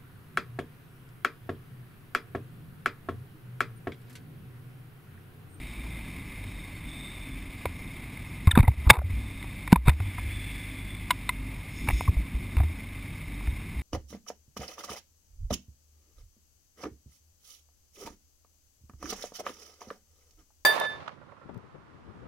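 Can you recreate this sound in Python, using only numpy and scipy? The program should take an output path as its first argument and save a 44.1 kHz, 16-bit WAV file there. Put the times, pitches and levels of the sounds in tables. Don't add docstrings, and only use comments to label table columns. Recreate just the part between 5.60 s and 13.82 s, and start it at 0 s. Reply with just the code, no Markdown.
import sys
import numpy as np
from scipy import signal
from scipy.fft import rfft, irfft, next_fast_len
from scipy.io import wavfile
from scipy.ndimage import uniform_filter1d, map_coordinates

SR = 44100
rng = np.random.default_rng(int(sys.argv[2]) if len(sys.argv) > 2 else 0)


def field_ratio(decibels):
    return 10 ** (np.asarray(decibels, dtype=float) / 20)


def transcribe(signal):
    frames = np.atleast_2d(signal).T
    limited = np.clip(frames, -1, 1)
    pcm = np.round(limited * 32767).astype(np.int16)
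    wavfile.write(sys.argv[1], SR, pcm)


N = 362495


def unit(x):
    return x / np.sqrt(np.mean(x ** 2) + 1e-20)


def curves(rows):
    s, *cols = np.transpose(rows)
    return [np.interp(np.arange(N) / SR, s, c) for c in cols]


def wobble(rate):
    coarse = np.arange(0, N + 16, 16)
    knots = rng.standard_normal(int(N * rate / SR) + 4)
    smooth = map_coordinates(knots, [coarse * rate / SR])
    return np.interp(np.arange(N), coarse, smooth)


def swells(rows):
    t = np.arange(0, N / SR + .01, .005)
    bells = sum(rise * np.exp(-((t - s) / width) ** 2) for s, rise, width in rows)
    return np.interp(np.arange(N) / SR, t, bells)


def filtered(x, response):
    m = next_fast_len(N + SR // 2)
    return irfft(rfft(x, m) * response(np.fft.rfftfreq(m, 1 / SR)), m)[..., :N]


def rush(spectrum, lo_hz, hi_hz):
    f, db = np.transpose(spectrum)

    def colour(hz):
        edges = 1 / (1 + (lo_hz / (hz + 1)) ** 8) / (1 + (hz / hi_hz) ** 8)
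        return field_ratio(np.interp(np.log(hz + 1), np.log(f + 1), db)) * edges

    return unit(filtered(rng.standard_normal(N), colour))


def modes(rows):
    def response(f):
        return sum((-1) ** k * field_ratio(db) * 1j * f * width / (hz * hz - f * f + 1j * f * width)
                   for k, (hz, width, db) in enumerate(rows))
    return response


def exhaust(turns, orders, unsteady_db):
    total = np.zeros(N)
    for multiple, db in orders:
        level = field_ratio(db + unsteady_db * wobble(7))
        total += level * np.sin(2 * np.pi * (multiple * turns + rng.random()))
    return total


# firing rate in Hz, level in dB, then its notes, each as multiple of the firing rate, level in dB.
NEIGHBOURS = [
    (43.7, -52, [(1, -2), (2, -2), (3, -1), (4, -5), (5, -8), (6, -3), (7, -10)]),
    (39.5, -53, [(1, -4), (2, -1), (3, -1), (4, -3), (5, -10), (6, -12), (7, -11)]),
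]


def neighbours():
    total = np.zeros(N)
    for hz, db, orders in NEIGHBOURS:
        turns = np.cumsum(hz * (1 + 0.0096 * wobble(4.7))) / SR
        total += field_ratio(db) * exhaust(turns, orders, unsteady_db=4.5)
    return total


# time in seconds, bow from 0 (upright) to 1 (full).
BOW = [
    (0, 0.01),
    (4.2, 0.03),
    (4.45, .25),
    (4.63, 0.91),
    (4.97, 1),
    (5.29, 0.3),
    (5.44, .25),
    (5.54, 0.09),
    (8.22, 0.01),
]


def head_bow():
    return curves(BOW)[0]


# middle in seconds, half-length in seconds, pressure from 0 to 1.
BRUSH = [
    (6.205, 0.091, 0.64),
    (6.38, 0.093, 1),
    (6.53, 0.07, 0.25),
]


def sleeve_brush():
    t = np.arange(N) / SR
    return sum(press * np.exp(-np.abs((t - s) / half) ** 3) for s, half, press in BRUSH)


# frequency in Hz, level in dB per Hz.
RUMBLE = [(4.7, -26), (8.0, -15), (43, 0.5), (108, -7), (214, -8), (281, -9), (382, -18), (483, -36.5),
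          (600, -35), (780, -42), (1320, -120)]
# middle in seconds, rise in dB, half-width in seconds.
SHIFTS = [
    (.6, 1.5, .2),
    (3.7, 1.5, .1),
    (5.5, 0.5, .2),
    (6.27, 12, 0.079),
    (6.58, 4.5, 0.2),
    (6.9, 4, 0.14),
    (8.22, 4.5, 0.19),
]


def rumble(bow):
    level_db = -44.5 - 2 * bow + swells(SHIFTS) + 1.5 * wobble(25)
    return field_ratio(level_db) * rush(RUMBLE, lo_hz=4.2, hi_hz=500)


def fizz(brush):
    level_db = -68.5 + 19 * brush + 2 * wobble(40)
    band = [(4700, -25), (5120, -6), (5300, 0), (5480, -6), (5900, -25)]
    return field_ratio(level_db) * rush(band, lo_hz=4300, hi_hz=6200)


# middle in seconds, rise in dB, half-width in seconds, pitch shift in Hz.
WHINE_SWELLS = [(.22, 8.5, 0.33, 20), (.93, 7.5, 0.13, 80), (1.29, 10.5, 0.084, -69),
                (1.49, 15.5, 0.17, -10), (1.75, 5, 0.09, -91), (3.75, 6, 0.19, -40),
                (4.48, 5.5, 0.052, -10.5), (4.76, 4, 0.066, -11), (4.94, 9, 0.22, 10),
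                (5.3, 8.5, 0.15, 10.5), (6.95, 2, .15, 10), (7.8, 2.5, .2, 10.5)]


def gear_whine(turns, bow, brush):
    rises = [(s, rise, width) for s, rise, width, _ in WHINE_SWELLS]
    shifts = [(s, shift, width) for s, _, width, shift in WHINE_SWELLS]
    level_db = -62 + 5 * bow + 11 * brush + swells(rises)
    sag_hz = 175.6 * np.clip(4 * bow, 0, 1)
    hz = 3664 - sag_hz + 24.8 * wobble(4) + swells(shifts)
    blip_db = np.clip(-.5 * (level_db + 51), 0, 4.5)
    level = field_ratio(level_db - 2.0 + 1.2 * wobble(12) + blip_db * np.cos(np.pi * turns))
    slow = [(0, 0), (80, 0), (300, -20), (2000, -60)]
    fuzz = [rush(slow, lo_hz=.1, hi_hz=900) for _ in range(2)]
    centre = 2 * np.pi * np.cumsum(hz) / SR
    return level * (fuzz[0] * np.cos(centre) + fuzz[1] * np.sin(centre))


# frequency in Hz, level in dB per Hz.
BODY = [(210, -24), (350, -6), (482, -13.5), (612, -13.5), (723, -15), (1020, -12.5), (1230, -13),
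        (1330, -18.5), (1870, -11.5), (2080, 3), (2450, -2), (2870, -14), (3690, -14), (4050, -18.5),
        (5390, -19.5), (6000, -21.5), (7800, -63), (13200, -120)]


def valve_clatter(hz, turns, bow, brush):
    rattle = field_ratio(0.46 * np.cos(2 * np.pi * turns) + 0.426 * wobble(30) + 1.03 * wobble(120))
    upper_db = -48 + 0.1 * (hz - 50) + 4.5 * bow + 5.5 * brush
    upper = field_ratio(upper_db) * unit(rattle * rush(BODY, lo_hz=1700, hi_hz=5680))
    lower = field_ratio(-54.5) * unit(rattle * rush(BODY, lo_hz=371, hi_hz=1700))
    ring = rush([(1500, -14), (1720, -5), (1950, -13.0)], lo_hz=1400, hi_hz=2100)
    return upper + lower + field_ratio(7.5 * bow - 63) * ring


# time in seconds, firing rate in Hz, exhaust level in dB.
OWN = [
    (0, 60.5, -43.5),
    (.4, 55.1, -46),
    (.8, 49.6, -49),
    (1.5, 48.53, -51.5),
    (3, 48.54, -45.5),
    (4.5, 49.96, -42),
    (5.2, 49.9, -42),
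    (6, 48.6, -45.5),
    (7.3, 47.9, -44),
    (8.3, 48.53, -43.5),
]
# multiple of the firing rate, level in dB.
OWN_ORDERS = [(.5, -18), (1, 0), (1.5, -14), (2, -1), (3, -16), (4, -17), (5, -18), (6, -16)]


def engines():
    hz, own_db = curves(OWN)
    turns = np.cumsum(hz * (1 + 0.00838 * wobble(6))) / SR
    bow, brush = head_bow(), sleeve_brush()
    own = field_ratio(own_db + 2.0) * exhaust(turns, OWN_ORDERS, unsteady_db=3.5)
    low = neighbours() + rumble(bow) + own
    high = fizz(brush) + gear_whine(turns, bow, brush) + valve_clatter(hz, turns, bow, brush)
    return low + high


def gliding_tones(rows):
    out = np.zeros(N + SR)
    for s, db, start_hz, end_hz, length in rows:
        u = np.arange(round(length * SR)) / (length * SR)
        phase = 2 * np.pi * np.cumsum(start_hz + (end_hz - start_hz) * u ** 0.99) / SR
        rough = 1 + 0.3 * uniform_filter1d(rng.standard_normal(SR // 5), size=14)[:len(u)]
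        swell = np.sin(np.pi * u ** 0.78) ** 2
        out[round(s * SR):][:len(u)] += field_ratio(db) * swell * rough * np.sin(phase)
    return out[:N]


# start in seconds, peak in dB, start pitch in Hz, end pitch in Hz, length in seconds.
WHISTLES = [
    (1.1, -64, 4380, 4470, .15),
    (1.95, -62, 4700, 4640, .1),
]


def whistles():
    return gliding_tones(WHISTLES)


# start in seconds, first push (+1 in, -1 out), peak in dB, swing rate in Hz.
JOLTS = [(2.062, 1, -25, 81), (2.983, 1, -16, 190), (3.036, 1, -25, 93), (3.104, -1, -21, 67.4),
         (3.296, -1, -13, 62), (3.309, 1, -12, 121), (3.504, 1, -24, 77.5), (4.134, -1, -17, 165),
         (4.26, -1, -18.5, 52.4), (4.279, -1, -5, 110), (4.288, 1, -7, 66), (5.504, -1, -38.5, 87),
         (6.284, -1, -21, 93), (6.406, 1, -28, 95), (7.927, 1, -24, 62.3)]
SWAYS = [(3.005, -1, -18, 30), (3.173, 1, -26.5, 70.4), (3.376, 1, -20.5, 68.3), (3.438, 1, -24, 88.6),
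         (4.4, 1, -22.5, 94.2), (4.456, -1, -30, 91), (4.628, -1, -29, 70.9), (6.745, 1, -20, 55.7),
         (7.876, -1, -18, 59.2), (8.15, 1, -27, 62)]
WOBBLES = [(2.8732, -1, -4.5, 86), (2.935, 1, -20, 74), (3.53, -1, -22.5, 60), (4.16, 1, -23, 60.7),
           (4.303, 1, -20.5, 73.6), (6.329, -1, -17, 56.6), (6.568, 1, -16.5, 56.7), (7.0, -1, -13, 78),
           (7.036, 1, -19.5, 80)]
LURCHES = [(2.9955, -1, -4.5, 95), (3.0785, -1, -7, 88), (3.266, 1, -9, 62), (6.481, -1, -10.5, 82),
           (6.966, -1, -13, 66)]
SLAMS = [(2.9748, 1, -2.5, 200), (4.1268, 1, 2.5, 192)]
# rise in cycles, seconds for a full-scale swing to fall 60 dB, growth of that time
# (dB per dB softer), abruptness of the stop.
SWING = [
    (0.16, 0.031, 0.48, 1),
    (0.69, 0.011, 1.11, 1),
    (0.12, 0.049, 0.83, 1),
    (3, 0.018, 0.7, 2),
    (0.08, 0.0145, 0.1, 2),
]


def mount_thumps():
    out, t = np.zeros(N + SR), np.arange(SR // 3) / SR
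    kinds = (JOLTS, SWAYS, WOBBLES, LURCHES, SLAMS)
    for pushes, (rise_cycles, hard_t60, growth, abrupt) in zip(kinds, SWING):
        for s, way, db, hz in pushes:
            t60 = hard_t60 * field_ratio(-growth * db)
            fade = field_ratio(-60 * (t / t60) ** abrupt)
            swing = np.sin(2 * np.pi * hz * t) * (1 - np.exp(-t * hz / rise_cycles)) * fade
            out[round(s * SR):][:len(t)] += np.sign(way) * field_ratio(db) * swing / np.abs(swing).max()
    swings = out[:N]
    creak = rush([(100, 11.0), (250, -4), (500, -21.5), (1200, -24.5)], lo_hz=120, hi_hz=1500)
    return swings + field_ratio(-17) * np.abs(swings) ** 1.4 * creak


# start in seconds, peak in dB, start pitch in Hz, end pitch in Hz, length in seconds.
SQUEAKS = [(2.912, -16, 3790, 3420, 0.0086), (2.916, -29, 3420, 2700, 0.0091),
           (2.91, -21.5, 1820, 1700, 0.012), (2.915, -33, 1500, 1296, .014),
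           (2.952, -19.5, 2000, 940, 0.0093), (2.952, -30, 3650, 3450, 0.0059),
           (2.8, -40, 2050, 2100, 0.012), (3.047, -32, 2000, 2050, .011), (6.477, -30, 1305, 769, 0.012)]


def squeaks():
    return gliding_tones(SQUEAKS)


def choked_rings(rows):
    out, t = np.zeros(N + SR), np.arange(SR // 10) / SR
    for s, db, hz, t60 in rows:
        fade = field_ratio(-60 * (t / (.62 * t60)) ** 1.6)
        ring = -np.sin(2 * np.pi * hz * t) * (1 - np.exp(-t / .0006)) * fade
        out[round(s * SR):][:len(t)] += field_ratio(db - 2.5) * ring / np.abs(ring).max()
    return out[:N]


# start in seconds, peak in dB, pitch in Hz, seconds to fall 60 dB.
PANELS = [(2.055, -23, 991, .04), (2.055, -26, 1450, .015), (2.055, -28, 528, .03),
          (2.056, -25, 2100, .025), (2.876, -18, 1080, .025), (2.89, -33, 1100, .025),
          (2.891, -34, 2100, .02), (2.975, -11, 950, .016), (2.977, -20, 2400, .012),
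          (2.9755, -22, 3700, .012), (2.988, -17, 950, .02), (3.005, -24, 2100, .02),
          (3.034, -29, 950, .025), (3.034, -20, 220, .035), (3.058, -37, 2050, .03), (3.08, -18, 830, .025),
          (3.08, -22, 2120, .02), (3.117, -43, 2200, .02), (3.273, -26, 1150, .015), (3.3, -1, 1400, .02),
          (3.3, -4, 1620, .016), (3.303, -6, 740, .022), (3.304, -7, 3580, .022), (3.303, -14, 4150, .02),
          (3.312, -23, 850, .06), (3.331, -27, 960, .025), (3.322, -32, 2200, .015), (3.418, -36, 580, .04),
          (4.127, -8, 960, .025), (4.127, -13, 1480, .02), (4.127, -22, 540, .03), (4.128, -16, 2300, .015),
          (4.128, -21, 2900, .012), (4.128, -22, 3650, .015), (4.159, -16, 1000, .03),
          (4.281, -22, 1300, .025), (4.296, -24, 2100, .015), (6.288, -21, 900, .025),
          (6.301, -26, 750, .025), (6.477, -33, 1080, .03), (6.566, -40, 650, .03), (6.979, -36, 900, .03),
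          (7.003, -30, 780, .03), (7.031, -37, 850, .025)]


def panels():
    return choked_rings(PANELS)


# share of the contact spent pressing in, high modes under middle modes in dB,
# first strike relative to the rattle.
TOUCH = [
    (.03, 13, 0.51),
    (.3, 7.5, 0.035),
    (.9, 3.5, 0.0215),
    (0.024, 4, 0.51),
    (0.036, 27, 0.9),
]
TAP, RUB, SLIDE, CLICK, KNOCK = TOUCH
SOFT_HZ = [1900, 3180, 5500]


def contacts(rows, touch, groups):
    rise, dull_db, strike = touch
    out, t = np.zeros(N + SR), np.arange(2 ** 12) / SR
    hz = np.fft.rfftfreq(len(t) * 2, 1 / SR)
    rings = [modes(group)(hz) / (1 + 1j * hz / soft_hz - (hz / soft_hz) ** 2)
             for group, soft_hz in zip(groups, SOFT_HZ)]
    linger = np.array([[5], [3.5], [2.8]])
    for s, db, hard_db, length in rows:
        release = field_ratio(-60 * np.maximum(t - 0.58 * length, 0) / (linger * length))
        press = (1 - np.exp(-t / (rise * length))) * release
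        grains = np.repeat(field_ratio(2.66 * rng.standard_normal(len(t) // 30 + 1)), 30)[:len(t)]
        first_hit = strike * np.sqrt(length * SR) * (t == 0)
        force = press * grains * rng.standard_normal(press.shape) - first_hit
        sound = irfft(rfft(force, len(t) * 2) * rings)[:, :len(t)]
        loudest = np.sqrt(uniform_filter1d(sound ** 2, size=220).max(axis=1))
        levels = field_ratio(db + np.array([0, hard_db, hard_db - dull_db]) - 4.5)
        out[round(s * SR):][:len(t)] += (levels / loudest) @ sound
    return out[:N]


# start in seconds, low modes in dB, hardness (middle over low modes) in dB, length in seconds.
CLICKS = [
    (3.826, -47, 8, .0027),
    (5.506, -20, 0, 0.006),
    (5.691, -24, 1, 0.0031),
]
# frequency in Hz, width in Hz, level in dB.
LATCH = [
    [(650, 500, -18), (1100, 400, -3), (1550, 400, -6)],
    [(2100, 300, 0), (2490, 200, -5), (2900, 300, -6)],
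    [(3500, 300, -1), (3900, 300, 0), (4430, 300, -10), (5100, 500, -9)],
]
# start in seconds, peak in dB, pitch in Hz, seconds to fall 60 dB.
SPRING = [(5.5062, -17, 1000, .06), (5.5065, -23, 3850, .02), (5.5062, -21, 1650, .022),
          (5.508, -22, 2150, .035), (5.509, -25, 2840, .025), (5.508, -22, 3500, .025),
          (5.6913, -20, 1000, .045), (5.692, -26, 2520, .025), (5.693, -16, 2070, .03),
          (5.6915, -20, 3620, .015)]


def visor_latch():
    return contacts(CLICKS, CLICK, LATCH) + choked_rings(SPRING)


# start in seconds, low modes in dB, hardness (middle over low modes) in dB, length in seconds.
TAPS = [(2.055, -21, -2, 0.0021), (2.89, -36, -6, .0026), (2.975, -15, -7, 0.0029),
        (2.988, -24, -2, 0.0065), (3.028, -31, 1, 0.0057), (3.078, -27, 2, 0.0053), (3.274, -35, -13, .004),
        (3.323, -41, -6, .003), (3.415, -38, -28, .0025), (3.842, -36.5, -14, 0.0025),
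        (4.076, -29, 2, 0.0032), (4.121, -26, 3, 0.0025), (4.127, -13, 2, 0.0016), (4.158, -21, -2, .0034),
        (4.402, -33.5, -4.5, 0.0035), (4.582, -30.5, -15, 0.0041), (6.565, -46, 0, 0.0046),
        (6.968, -31, 2, .003), (7.001, -32, -5, .0047), (7.033, -40.5, 2, .0045),
        (7.808, -36.5, -12, 0.0018), (7.872, -39, 1.5, 0.0028)]
RUBS = [(2.871, -26, 0, 0.006), (2.908, -35, 7, 0.0054), (2.923, -42, -6, .0059),
        (2.952, -25.5, -8, 0.0097), (2.959, -29, -12, 0.014), (2.984, -21.5, -12, 0.0066),
        (2.996, -28, -6, 0.0039), (3.002, -29.5, 0, 0.0038), (3.034, -36.5, -12, 0.015),
        (3.089, -53, 6, 0.0042), (3.3, 2, -4, 0.0033), (3.304, -8.5, 6, 0.0027), (3.312, -51, 7, 0.011),
        (3.328, -26, -6.5, 0.016), (3.35, -31, -10, .008), (3.364, -29.5, -11, 0.0084),
        (3.385, -32, -12, 0.0064), (4.135, -40, -1.5, 0.014), (4.17, -44, -11, 0.0066),
        (4.267, -28, -1, 0.014), (4.278, -18, -1.5, 0.011), (4.291, -30.5, 9, 0.007),
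        (4.314, -41, -11, .005), (6.27, -33, -4, .009), (6.98, -39, -1, 0.011), (7.012, -46, 1, 0.0085)]
SLIDES = [(3.071, -34, -15, 0.0066), (3.248, -36, -13, 0.028), (3.293, -13, -3, 0.009),
          (4.097, -41, -7, .022), (4.25, -40, -2, .012), (4.26, -34.5, -6, 0.013)]
KNOCKS = [(3.117, -45, 2, 0.0019), (6.287, -20, 4, 0.0039), (6.301, -26, -2, 0.00089),
          (6.308, -32, 8.5, .0032), (6.408, -21, -5, 0.00054), (6.477, -33, -10, 0.0023)]
# frequency in Hz, width in Hz, level in dB.
CASE = [(363, 500, -4.5), (739, 110, 2), (965, 162, 5.5), (1353, 1430, -8), (2186, 290, 10),
        (2700, 380, -1), (3637, 125, -1), (4950, 1300, -21.5)]


def glove_raps():
    groups = (CASE[:4], CASE[4:6], CASE[6:])
    kinds = ((TAPS, TAP), (RUBS, RUB), (SLIDES, SLIDE), (KNOCKS, KNOCK))
    return sum(contacts(rows, touch, groups) for rows, touch in kinds)


def gain_control(knocks, knee_db, ratio, hold, release_db):
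    power = np.abs(uniform_filter1d(knocks ** 2, size=440))
    over_db = np.maximum(10 * np.log10(power + 1e-12) - knee_db, 0)
    ramp = release_db * np.arange(N) / SR
    falling = np.maximum.accumulate(over_db + ramp) - ramp
    late = np.maximum(falling, np.pad(falling, (round(hold * SR), 0))[:N])
    return -ratio * uniform_filter1d(late, size=600, origin=299)


def scene():
    knocks = whistles() + mount_thumps() + squeaks() + panels() + visor_latch() + glove_raps()
    duck_db = gain_control(knocks, knee_db=-18, ratio=1.0, hold=0.059, release_db=111.0)
    return np.tile(field_ratio(duck_db) * engines() + knocks, (2, 1))


def roll_off(x):
    return signal.sosfilt(signal.butter(12, 15600, fs=SR, output="sos"), x)


def record(dry):
    hold_hz, top_hz, edge_hz = 12000, 15300, 500
    clipped = dry[:1] / (1 + np.abs(dry[:1] / 1.02) ** 16) ** (1 / 16)
    slow = signal.resample_poly(clipped, hold_hz // 300, SR // 300, axis=1)
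    steps = np.repeat(slow, 4, axis=1)
    held = signal.resample_poly(steps, SR // 300, 4 * hold_hz // 300, axis=1)[:, :N]
    held = filtered(held, lambda hz: np.clip((top_hz - hz) / edge_hz + .5, 0, 1))
    stereo = held * (1 + field_ratio(-39) * np.outer([1, -1], wobble(300)))
    return roll_off(np.clip(stereo, -1, 1))


dry = scene()
out = record(dry)
transcribe(out)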